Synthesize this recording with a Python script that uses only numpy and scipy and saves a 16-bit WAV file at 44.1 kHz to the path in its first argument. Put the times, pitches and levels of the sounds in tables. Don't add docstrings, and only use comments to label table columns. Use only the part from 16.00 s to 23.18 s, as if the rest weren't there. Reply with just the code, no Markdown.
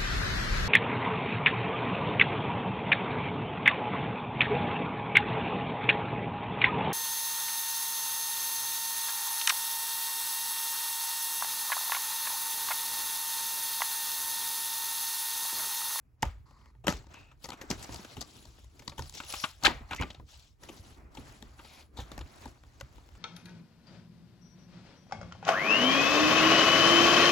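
import sys
import numpy as np
from scipy import signal
from scipy.fft import rfft, irfft, next_fast_len
from scipy.io import wavfile
from scipy.ndimage import uniform_filter1d

SR = 44100
rng = np.random.default_rng(int(sys.argv[2]) if len(sys.argv) > 2 else 0)


def dump_mix(stems):
    frames = np.atleast_2d(stems).T
    limited = np.clip(frames, -1, 1)
    pcm = np.round(limited * 32767).astype(np.int16)
    wavfile.write(sys.argv[1], SR, pcm)


N = 316638
LEAD_IN = 512
CONTROL_HOP = 64

# [peak t/s, main swing level/dB, nominal f/Hz, cloth drag level/dB, bed sway level/dB]
BLOWS = [(.238, -26.5, 93, -57, -33.5), (.889, -18, 182.5, -46.5, -34.5), (.846, -41.5, 368, -66, -62),
         (1.454, -44.5, 125, -74, -48.5), (1.64, -44, 322, -59, -53), (1.712, -24, 178, -43, -39),
         (1.894, -38, 268, -52, -42), (1.936, -41.5, 124, -47.5, -56.5), (1.997, -39.5, 207, -60, -65),
         (2.05, -43, 284, -68, -55), (2.179, -33, 111, -46, -52.5), (2.464, -50, 88, -65, -63),
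         (2.802, -47.5, 245, -69, -67), (2.88, -40.5, 193, -63, -46), (2.995, -32, 91, -47.5, -38),
         (3.663, -35, 337, -60, -36.5), (3.693, -40.5, 305, -43, -55.5), (3.811, -42.5, 234, -69, -47),
         (3.922, -40.5, 112, -52, -45.5), (4.008, -32, 113, -37, -35.5),
         (4.206, -44.5, 143.3, -55.5, -49.5), (4.701, -42, 323, -50, -60), (4.8, -35, 87.4, -71, -47.5),
         (5.187, -38.5, 134, -47.5, -43.5), (5.247, -42, 91, -64, -65), (5.427, -43.5, 214, -52, -57),
         (5.99, -34, 93.5, -59.5, -41.5), (6.129, -41, 93, -65, -52), (6.184, -40, 146, -60, -44.5),
         (6.462, -37, 246.6, -57, -57), (6.83, -52, 125.6, -61, -47.5)]


def ticks(rows):
    # [nominal f/Hz, nominal level/dB, t60/s]
    shell_modes = [(342, 11.5, 0.015), (554, -5.5, 0.031), (596, 0.5, 0.057), (868, 16, 0.012),
                   (920, 5, 0.045), (1048, -3, 0.037), (1259, -4.5, 0.16), (1590, -5.5, 0.036),
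                   (1900, 6, 0.025)]
    rise_s, rise_per_t60, fizz_db = 0.0017, 0.032, -10.5
    lag = np.arange(3072) / SR
    t = lag - LEAD_IN / SR
    out = np.zeros((2, N))
    for s, db, hz, t60, ring_db, edge_db, pan_db in rows:
        onset_s = max(rise_s + rise_per_t60 * t60, 1 / 5000)
        decay_s = max(t60, 1 / 250)
        swell_db = np.where(t < 0, -12 * (t / onset_s) ** 2, -60 * t / decay_s)
        slips, unevenness = rng.standard_normal((2, len(t)))
        burst = slips * gain_of(6.6 * unevenness + swell_db)

        crack = 0.73 * topped(band(burst, 1600, 3000)) + topped(band(burst, hz / 1.308, hz * 1.212))

        modes = np.zeros(len(lag))
        for mode_hz, mode_db, mode_t60 in shell_modes:
            shift, strength = rng.uniform(-2, 1, 2)
            fall = gain_of(mode_db + 1.7 * strength - 60 * lag / mode_t60)
            modes += fall * np.sin(2 * np.pi * mode_hz * (1 + 0.06 * shift) * lag)
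        ring = topped(signal.fftconvolve(burst, modes)[:len(t)])

        fizz = gain_of(fizz_db) * topped(band(burst, 12000, 13000))
        edge = topped(band(burst, 3900, 7060)) + fizz
        sound = topped(crack) + gain_of(ring_db) * ring + gain_of(edge_db) * edge
        add(out, s - LEAD_IN / SR, gain_of(db) * placed(sound, pan_db))
    return out


def strays(hiss):
    count, least_db = 50, -3
    s, size, pitch, length, ring, side = rng.random((count, 6)).T
    s = 0.1 + s * (N / SR - 0.2)
    db = 20 * np.log10(hiss[(s * SR).astype(int)] + 1e-5) + least_db + 8 * size
    crack_hz = 1300 * 5.0 ** pitch
    t60 = 0.0036 + 0.027 * length
    return list(zip(s, db, crack_hz, t60, -12 + 14 * ring, -10 + 10 * pitch, 12 * side - 4))


def thumps():
    t60 = 0.042
    t = (np.arange(8192) - LEAD_IN) / SR
    fade_in = np.minimum((t - t[0]) / 0.003, 1)
    fall = gain_of(np.where(t < 0, t / 0.0002, -60 * t / t60)) * fade_in
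    sag = np.cumsum(0.9 + 0.2 * np.exp(-np.maximum(t, 0) / 0.0041)) / SR
    out = np.zeros((2, N))
    for s, db, hz, *_ in BLOWS:
        low_turn, high_turn = rng.random(2)
        swing = np.sin(2 * np.pi * (hz * sag + low_turn))
        swing += 0.4 * np.sin(2 * np.pi * (1.7 * hz * sag + high_turn))
        add(out, s - LEAD_IN / SR, gain_of(db) * np.array([fall * swing] * 2))
    return out


def strokes():
    # [start t/s, end t/s, start level/dB, end level/dB, centre f/Hz, bandwidth f/Hz]
    stroke_rows = [(0.448, 0.718, -66.5, -70.5, 1090, 300), (0.446, 0.716, -88, -70, 1930, 350),
                   (0.449, 0.718, -77, -82, 4600, 890), (0.452, 0.72, -79, -83, 5900, 4080),
                   (1.131, 1.33, -55.5, -75, 2640, 257), (1.134, 1.333, -58, -85, 2380, 2400),
                   (3.366, 3.446, -52, -46.5, 5550, 590), (3.909, 3.951, -39, -44, 1270, 920),
                   (3.979, 4.05, -41, -53, 2210, 396), (5.635, 5.829, -66, -65, 2348, 450),
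                   (5.638, 5.838, -60, -64.5, 3900, 2500)]
    out = np.zeros((2, N))
    for start, end, start_db, end_db, hz, width_hz in stroke_rows:
        count = round((end - start) * SR)
        rub, grip = rng.standard_normal((2, count))
        rub = evened(band(rub, hz - width_hz / 2, hz + width_hz / 2))
        grip_db = 1.5 * evened(uniform_filter1d(grip, size=400))
        level = gain_of(np.linspace(start_db, end_db, count) + grip_db)
        shape = level * signal.windows.tukey(count, 0.12)
        add(out, start, np.array([rub * shape] * 2))
    return out


def sliding(rubs):
    # [f/Hz, relative level per Hz/dB]
    hiss_spectrum = [(1200, -25.5), (2000, -9), (2900, 2), (4000, 2), (5500, 0), (7500, -2), (8500, -3.5),
                     (10000, -38)]
    sheen_spectrum = [(7000, -37.5), (8500, -12), (10500, 4.5), (12500, -6), (15500, -12.5), (17000, -16.5)]
    scrape_spectrum = [(300, -32.5), (600, 2), (900, 1), (1500, -2.5), (2500, -8), (4000, -35.5)]
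    drag_spectrum = [(80, -36.5), (140, -1), (250, 5), (450, -1.5), (800, -40)]
    sway_spectrum = [(20, -34.5), (35, 4.5), (60, 15), (90, 0.5), (130, 4), (200, -45)]
    waver_db = 1.5
    rest_scrape_db, rest_drag_db, rest_sway_db = -83, -79.5, -56.5

    waver = evened(uniform_filter1d(uniform_filter1d(rng.standard_normal(N), size=1500), size=1500))
    hiss, sheen, scrape, drag = rubs * gain_of(waver_db * waver)
    scrape = np.hypot(scrape, gain_of(rest_scrape_db))
    drag = np.hypot(drag + gain_of(rest_drag_db), after_thumps(column=3, rise_s=0.015, t60=0.24))
    sway = np.hypot(gain_of(rest_sway_db), after_thumps(column=4, rise_s=0.01, t60=0.42))

    rustle = noise(hiss_spectrum, patchy_db=2.5, flicker_db=1.5, size=256)
    rustle = rustle + 0.3 * crackle(per_s=410, spread_db=3)
    return (hiss * rustle
            + sheen * noise(sheen_spectrum, patchy_db=4.5, flicker_db=2.5, size=256)
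            + scrape * noise(scrape_spectrum, patchy_db=1.5, flicker_db=1.0, size=512)
            + drag * noise(drag_spectrum, patchy_db=0.35, flicker_db=1.56, size=512)
            + sway * noise(sway_spectrum, patchy_db=-2.3, flicker_db=3.0, size=2048))


def rub_levels():
    # [start t/s, end t/s, hiss level/dB at start, hiss level/dB at end,
    # then re hiss: sheen level/dB, shell scrape level/dB, cloth drag level/dB]
    rub_rows = [(0.255, 0.373, -60, -79, -38, 8.5, 0), (0.47, 0.718, -82, -83, -8, 8, 8),
                (0.934, 1.053, -53, -74.5, -29, 0, 2.5), (1.116, 1.332, -65, -78, -24, 7.5, 2.5),
                (1.45, 1.52, -54, -80, -4.5, -4, -8), (1.584, 1.714, -64, -66, -33, 9, 3),
                (1.726, 1.781, -49.5, -61, -20, 3, 0), (1.783, 1.87, -55.5, -56.5, -8, 2, -4.5),
                (1.894, 2.001, -53.5, -54.5, -14, 1.5, -6.5), (2.03, 2.219, -58.5, -58.5, -11, 0, -5),
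                (2.276, 2.428, -62.5, -60.5, -10, -4.5, -3), (2.46, 2.706, -66, -71, -9.5, -3.5, -6.5),
                (2.752, 2.97, -68.5, -68.5, -6, 0, 4), (2.994, 3.133, -56.5, -63, -8, -6, -16),
                (3.113, 3.148, -73, -47, -13, -14, -8), (3.17, 3.274, -54, -55.5, -23, -5, -21),
                (3.297, 3.45, -46.5, -47, -7, -6.5, -41), (3.49, 3.65, -78, -55.5, -9, -5, -12),
                (3.661, 3.833, -51, -72.5, -18, 13.5, 3), (3.893, 4.135, -62, -67, -16.5, 6, 0.5),
                (4.293, 4.473, -60, -65.5, -17, -8, -20), (4.631, 4.932, -62.5, -65.5, -8, 1.5, 1),
                (4.973, 5.151, -81.5, -82, -20, 16.5, 17.5), (5.16, 5.542, -62.5, -68.5, -11, 3.5, 0),
                (5.58, 5.807, -66, -65, -4, 3.5, -3.5), (5.86, 5.948, -90, -79, -13, 8.5, 17),
                (5.969, 6.215, -69.5, -66.5, -9, 7.5, 5.5), (6.255, 6.444, -68.5, -60, -11, 3.5, 0),
                (6.46, 6.597, -63.5, -73, -11, 3.5, 0.5), (6.614, 7.178, -72.5, -70, -12.5, 4, 1)]
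    rise_s, fade_s = 0.04, 0.1
    t = np.arange(0, N + CONTROL_HOP, CONTROL_HOP) / SR
    power = np.zeros((4, len(t)))
    for start, end, start_db, end_db, *re_db in rub_rows:
        db = np.interp(t, [start, end], [start_db, end_db])
        db -= 20 * (np.maximum(start - t, 0) / rise_s + np.maximum(t - end, 0) / fade_s)
        power += gain_of(np.array([0, *re_db])[:, None] + db) ** 2
    return np.array([np.interp(np.arange(N) / SR, t, p) for p in np.sqrt(power)])


def after_thumps(column, rise_s, t60):
    blows = np.array(BLOWS)
    points = np.arange(0, N + CONTROL_HOP, CONTROL_HOP)
    late = points / SR - blows[:, :1]
    db = blows[:, column, None] + np.where(late < 0, 20 * late / rise_s, -60 * late / t60)
    return np.interp(np.arange(N), points, np.linalg.norm(gain_of(db), axis=0))


def crackle(per_s, spread_db):
    size = gain_of(spread_db * np.minimum(rng.exponential(1, N), 5))
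    size = size * (rng.random(N) < per_s / SR)
    envelope = signal.oaconvolve(size, np.exp(-np.arange(200) / 30))[:N]
    return evened(band(envelope * rng.standard_normal(N), 3400, 18000))


def bedroom(x):
    # [f/Hz, t60/s]
    room_decay = [(100, 0.27), (500, 0.12), (2000, 0.34), (6000, 0.21), (12000, 0.067)]
    hz, t, z = signal.stft(x.mean(0), SR, nperseg=256, noverlap=192)
    power = uniform_filter1d(abs(z) ** 2, size=5, axis=0)
    keep = gain_of(-120 * (t[1] - t[0]) / read(room_decay, hz))
    late = np.array([signal.lfilter([0, 0, 0, 0, 1 - k], [1, -k], p) for k, p in zip(keep, power)])
    a, b, c, d = rng.standard_normal(z.shape[::-1] + (4,)).T
    left, own = a + 1j * b, c + 1j * d
    pair = np.array([left, 0.59 * left + 0.24 * own])
    return signal.istft(pair * np.sqrt(abs(late)), SR, nperseg=256, noverlap=192)[1][:, :N]


def still_air():
    # [f/Hz, relative level per Hz/dB]
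    air_spectrum = [(76, -52), (130, -9.5), (162, -5.5), (191, -18), (254, -21), (537, -30), (758, -33.5),
                    (806, -38), (1640, -55), (16500, -50)]
    level_db = -79
    return gain_of(level_db) * noise(air_spectrum, patchy_db=-3.0, flicker_db=2.0)


def noise(spectrum, patchy_db, flicker_db, size=512):
    # [f/Hz, left-right correlation]
    likeness = [(30, 0.98), (250, 0.65), (1000, 0.17), (4000, 0.53), (12000, 1)]
    hop = size // 4
    frames, hz = N // hop + 5, np.fft.rfftfreq(size, 1 / SR)
    a, b, c, d, patches = rng.standard_normal((frames, len(hz), 5)).T
    patches = uniform_filter1d(patches, size=6, axis=0)
    patches = evened(uniform_filter1d(patches, size=12, axis=1))
    flicker = evened(uniform_filter1d(rng.standard_normal(frames), size=2))
    same = np.clip(read(likeness, hz), 0, 1)[:, None]
    left, own = a + 1j * b, c + 1j * d
    z = np.array([left, same * left + np.sqrt(1 - same ** 2) * own])
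    z *= gain_of(read(spectrum, hz)[:, None] + patchy_db * patches + flicker_db * flicker)
    return evened(signal.istft(z, nperseg=size, noverlap=size - hop)[1][:, :N])


def placed(sound, pan_db):
    side_db = np.array([[pan_db / 2], [-pan_db / 2]])
    hz = np.fft.rfftfreq(len(sound), 1 / SR)
    advance = np.exp(2j * np.pi * hz * side_db * 8e-6)
    return irfft(rfft(sound) * gain_of(side_db) * advance, len(sound))


def band(x, lo_hz, hi_hz):
    hi_hz = min(hi_hz, SR / 2 - 100)
    return signal.sosfilt(signal.butter(2, [lo_hz, hi_hz], "band", fs=SR, output="sos"), x)


def topped(x):
    return x / np.sqrt(2 * uniform_filter1d(x ** 2, size=70).max())


def evened(x):
    return x / np.sqrt(np.mean(x ** 2) + 1e-20)


def gain_of(db):
    return 10 ** (np.asarray(db) / 20)


def read(points, hz):
    f, value = np.transpose(points)
    return np.interp(np.log(hz + 1), np.log(f + 1), value)


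def add(mix, s, sound):
    part = mix[:, round(s * SR):][:, :sound.shape[1]]
    part += sound[:, :part.shape[1]]


def scene():
    # [peak t/s, crack level/dB, nominal crack f/Hz, t60/s,
    # shell ring level/dB re crack, edge level/dB re crack, left minus right level/dB]
    tick_rows = [(.2252, -32, 7450, 0.0042, -12, 0.5, 1.5), (.2313, -29.5, 1275, 0.0077, 11, -1, -5.5),
                 (.2287, -20, 2000, 0.026, -4, -9, 1.5), (.2546, -43.5, 1320, 0.027, -1.5, -7, -16),
                 (.5106, -58.5, 1310, .016, 5.5, -6, 2), (.6152, -63, 1320, 0.024, -9, -13, 5),
                 (.659, -55.5, 1930, 0.016, -2, -7, 2), (.752, -71.5, 1340, 0.037, 13, -18, 1),
                 (.8446, -46.5, 1310, 0.096, 5, -10, 2), (.8707, -23.5, 1400, 0.022, 1.5, -2, 1.5),
                 (.8818, -16.5, 1850, 0.019, -1, -9.5, 5), (.892, -30.5, 1810, 0.12, -7, -1, -1),
                 (.9018, -38.5, 1390, 0.04, 6, 0, 8), (.9246, -32, 1360, 0.026, -1, -5, 1.5),
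                 (.9383, -41, 3700, .019, -5, -17, -7), (.9692, -47, 4140, 0.0071, -6, -1, 0),
                 (1.0436, -67.5, 1340, 0.011, 17, -11, -2), (1.0692, -60, 5000, 0.013, 11, -9, 3),
                 (1.143, -45, 1370, .01, -1.5, -3, -1), (1.1725, -51, 2560, 0.043, 1, -24, 6),
                 (1.214, -68, 7000, .008, -10, 0, 0), (1.3164, -52, 1350, 0.048, -4.5, -15, 1.5),
                 (1.4443, -38.5, 5040, 0.048, -2, -13, 3.5), (1.4572, -49.5, 5540, 0.012, 9, 7, 1),
                 (1.4897, -42, 1360, .03, 7, 0, 1.5), (1.5046, -34.5, 3770, 0.0096, -1.5, -8, 0),
                 (1.5213, -37, 1280, 0.036, -3, -15, 9), (1.5324, -37.5, 1250, 0.075, 1.5, -9.5, 0.5),
                 (1.6156, -38.5, 1800, 0.059, 2, -3, 1), (1.704, -32, 5900, 0.027, 6.5, 0.5, 4),
                 (1.7124, -28, 2480, .03, -4.5, 1.5, 0), (1.829, -40.5, 7140, 0.08, -18, -3, 2.5),
                 (1.8445, -41.5, 5440, 0.024, 0, -8, -5), (1.894, -51, 2800, 0.009, 9, -10, -4),
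                 (1.9266, -45, 3020, 0.15, 1.5, 3, 0.5), (1.9453, -39.5, 7190, .008, -3, 0, -2),
                 (1.961, -42.5, 5000, 0.014, -7, -6, 3), (1.9932, -62, 3620, 0.02, 12, -8, 0),
                 (2.0491, -41, 1540, 0.029, -6, -5, 0), (2.1692, -39, 2860, 0.039, -0.5, -8, 3),
                 (2.2101, -45, 5700, 0.0066, -18, 4, 11), (2.215, -40, 4360, 0.032, 2.5, 7.5, -0.5),
                 (2.2261, -44, 5200, 0.0072, 0, -6, 12), (2.4545, -57, 4840, 0.016, 8, 5.5, 1.5),
                 (2.5848, -67.5, 1460, 0.011, 15.5, -5, 8), (2.6448, -58.5, 3560, .02, 2, 2, 1),
                 (2.796, -47.5, 1970, 0.023, -4.5, -1, 3.5), (2.823, -52, 2020, .043, 3.5, -3, -2),
                 (2.8796, -31, 4570, 0.013, -3.5, -13, 3.5), (2.8971, -42, 4390, 0.024, -4, -8, 1),
                 (2.9216, -46.5, 2030, 0.037, 2.5, -14, -1), (2.982, -39.5, 2850, 0.037, 2, -4.5, 4),
                 (2.9938, -36, 1380, 0.016, 6, -1.5, 1), (3.0228, -40.5, 5070, .013, -3, -8, 3),
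                 (3.0973, -47, 6840, 0.0052, -5.5, 6.5, 2), (3.126, -50, 7000, 0.0089, -3, 1, -1),
                 (3.141, -52, 3560, 0.0077, -16, 9, 0), (3.152, -46, 3460, .02, -11, 4, 2),
                 (3.1793, -42.5, 5150, 0.07, -27, -5, 3), (3.2029, -29.5, 1430, 0.042, -7.5, -19, 2.5),
                 (3.2364, -41.5, 3350, .028, -4, -15, 0), (3.3034, -38, 7140, 0.01, -6, 0, 0),
                 (3.3259, -32, 7340, .008, -22, -4, 0.5), (3.3394, -30, 1370, 0.039, -4, -9, 3.5),
                 (3.4002, -41, 5600, .022, -26, -5, 9), (3.441, -21, 1420, 0.046, -8, -38, 4),
                 (3.629, -41, 1400, 0.036, -0.5, -10, 3.5), (3.6376, -31.5, 4500, 0.012, 1, 3.5, 2),
                 (3.6487, -19, 1390, 0.052, -8.5, -16, 14.5), (3.654, -12, 3640, 0.07, -11.5, -16, 0.5),
                 (3.6632, -13, 1540, 0.011, -15.5, -21, -13.5), (3.669, -13, 2565, 0.013, -13, -31, 11),
                 (3.6803, -27.5, 1510, 0.01, 8.5, -15, 2), (3.7016, -48.5, 3320, 0.057, 16, -14, 6),
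                 (3.9129, -33, 2430, 0.076, 0.5, -13, 1), (3.9337, -25.5, 1300, 0.034, -10, -26, 1.5),
                 (3.9488, -52.5, 2110, 0.021, 5, 3, -26), (3.9639, -37, 2960, 0.067, -19, -3, 1.5),
                 (4.0003, -41.5, 1330, 0.0074, 10, -25, -17), (4.0131, -32.5, 2500, 0.024, 6, -6.5, 0),
                 (4.024, -26, 1500, 0.019, -11.5, -54, 1.5), (4.0331, -29.5, 1310, 0.025, 0.5, -47, 0),
                 (4.1051, -38.5, 3300, 0.031, -2, -16, -0.5), (4.1481, -45.5, 3200, 0.038, -0.5, -23, -0.5),
                 (4.1994, -57, 1750, .012, 11.5, -27, 4.5), (4.6358, -53.5, 6020, 0.021, 10, 2, 1.5),
                 (4.6908, -41.5, 2930, 0.047, 1.5, -6.5, 2), (5.152, -53, 4360, 0.021, 6, 0, 4),
                 (5.1732, -42, 2850, 0.043, 2, -11, 3), (5.4266, -40, 3580, 0.0035, -4.5, -7, 5),
                 (5.5937, -45, 1350, 0.061, 2, -16.5, 1), (5.6496, -51.5, 3880, 0.038, 4, -14, 2),
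                 (5.9743, -41.5, 3630, 0.11, -1.5, -9.5, 2.5), (5.9912, -41.5, 3290, 0.053, 7.5, -16.5, 1),
                 (6.0036, -39.5, 3420, 0.13, -6.5, -6, -0.5), (6.1184, -38.5, 3550, 0.017, 0.5, -7, 2),
                 (6.18, -43.5, 1240, 0.011, 8.5, 0, 4), (6.192, -42, 1970, .009, -8, -3, -2),
                 (6.2125, -41.5, 3300, 0.028, 1, -15, 0), (6.2625, -54.5, 1950, 0.038, 0, -21, -2),
                 (6.4575, -49.5, 1360, .013, 14, 0, 4.5), (6.637, -51.5, 1330, 0.018, 3, -10.5, 3),
                 (6.8022, -50, 5510, 0.025, -2, -7, -2.5), (6.8114, -36, 1403, 0.013, -2, -4, 2),
                 (6.9827, -54.5, 1340, .009, 6, -10, 8), (7.0895, -57, 1334, 0.012, 3, -5, 12.5),
                 (7.153, -53, 1460, .014, 0.5, -9, -0.5)]
    rubs = rub_levels()
    hits = ticks(tick_rows + strays(rubs[0])) + thumps() + strokes()
    return hits + gain_of(-11.5) * bedroom(hits) + sliding(rubs) + still_air()


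def record(dry):
    # [f/Hz, phase by which left leads/rad]
    phase_lead = [(0, 0), (950, 0.1), (1720, 1.8), (2240, 0.1), (2760, 0.7), (7410, -0.1), (8440, -2.8),
                  (9560, -3.3), (10400, -6.0), (11600, -6.3), (12500, -9.1), (13800, -9.6), (14600, -12.5),
                  (16500, -12.7)]
    # [f/Hz, left minus right level/dB]
    port_tilt = [(60, 0.5), (110, -1.5), (200, -0.5), (380, 1), (700, 1), (1290, 0), (2380, 1), (4400, 7.5),
                 (8120, -0.5), (15000, 0)]
    size = next_fast_len(N + 4096)
    hz = np.fft.rfftfreq(size, 1 / SR)
    lead_hz, lead = np.transpose(phase_lead)
    half = gain_of(read(port_tilt, hz) / 2) * np.exp(0.5j * np.interp(hz, lead_hz, lead))
    low_cut = 1 / np.sqrt(1 + (34 / (hz + 1)) ** 6)
    ports = irfft(rfft(dry, size) * low_cut * np.array([half, 1 / half]), size)[:, :N]
    band_limit = signal.firwin(511, 16600, window=("kaiser", 9), fs=SR)  # low-pass, edge in Hz
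    return signal.oaconvolve(ports, band_limit[None], "same")


dry = scene()
out = record(dry)
dump_mix(out)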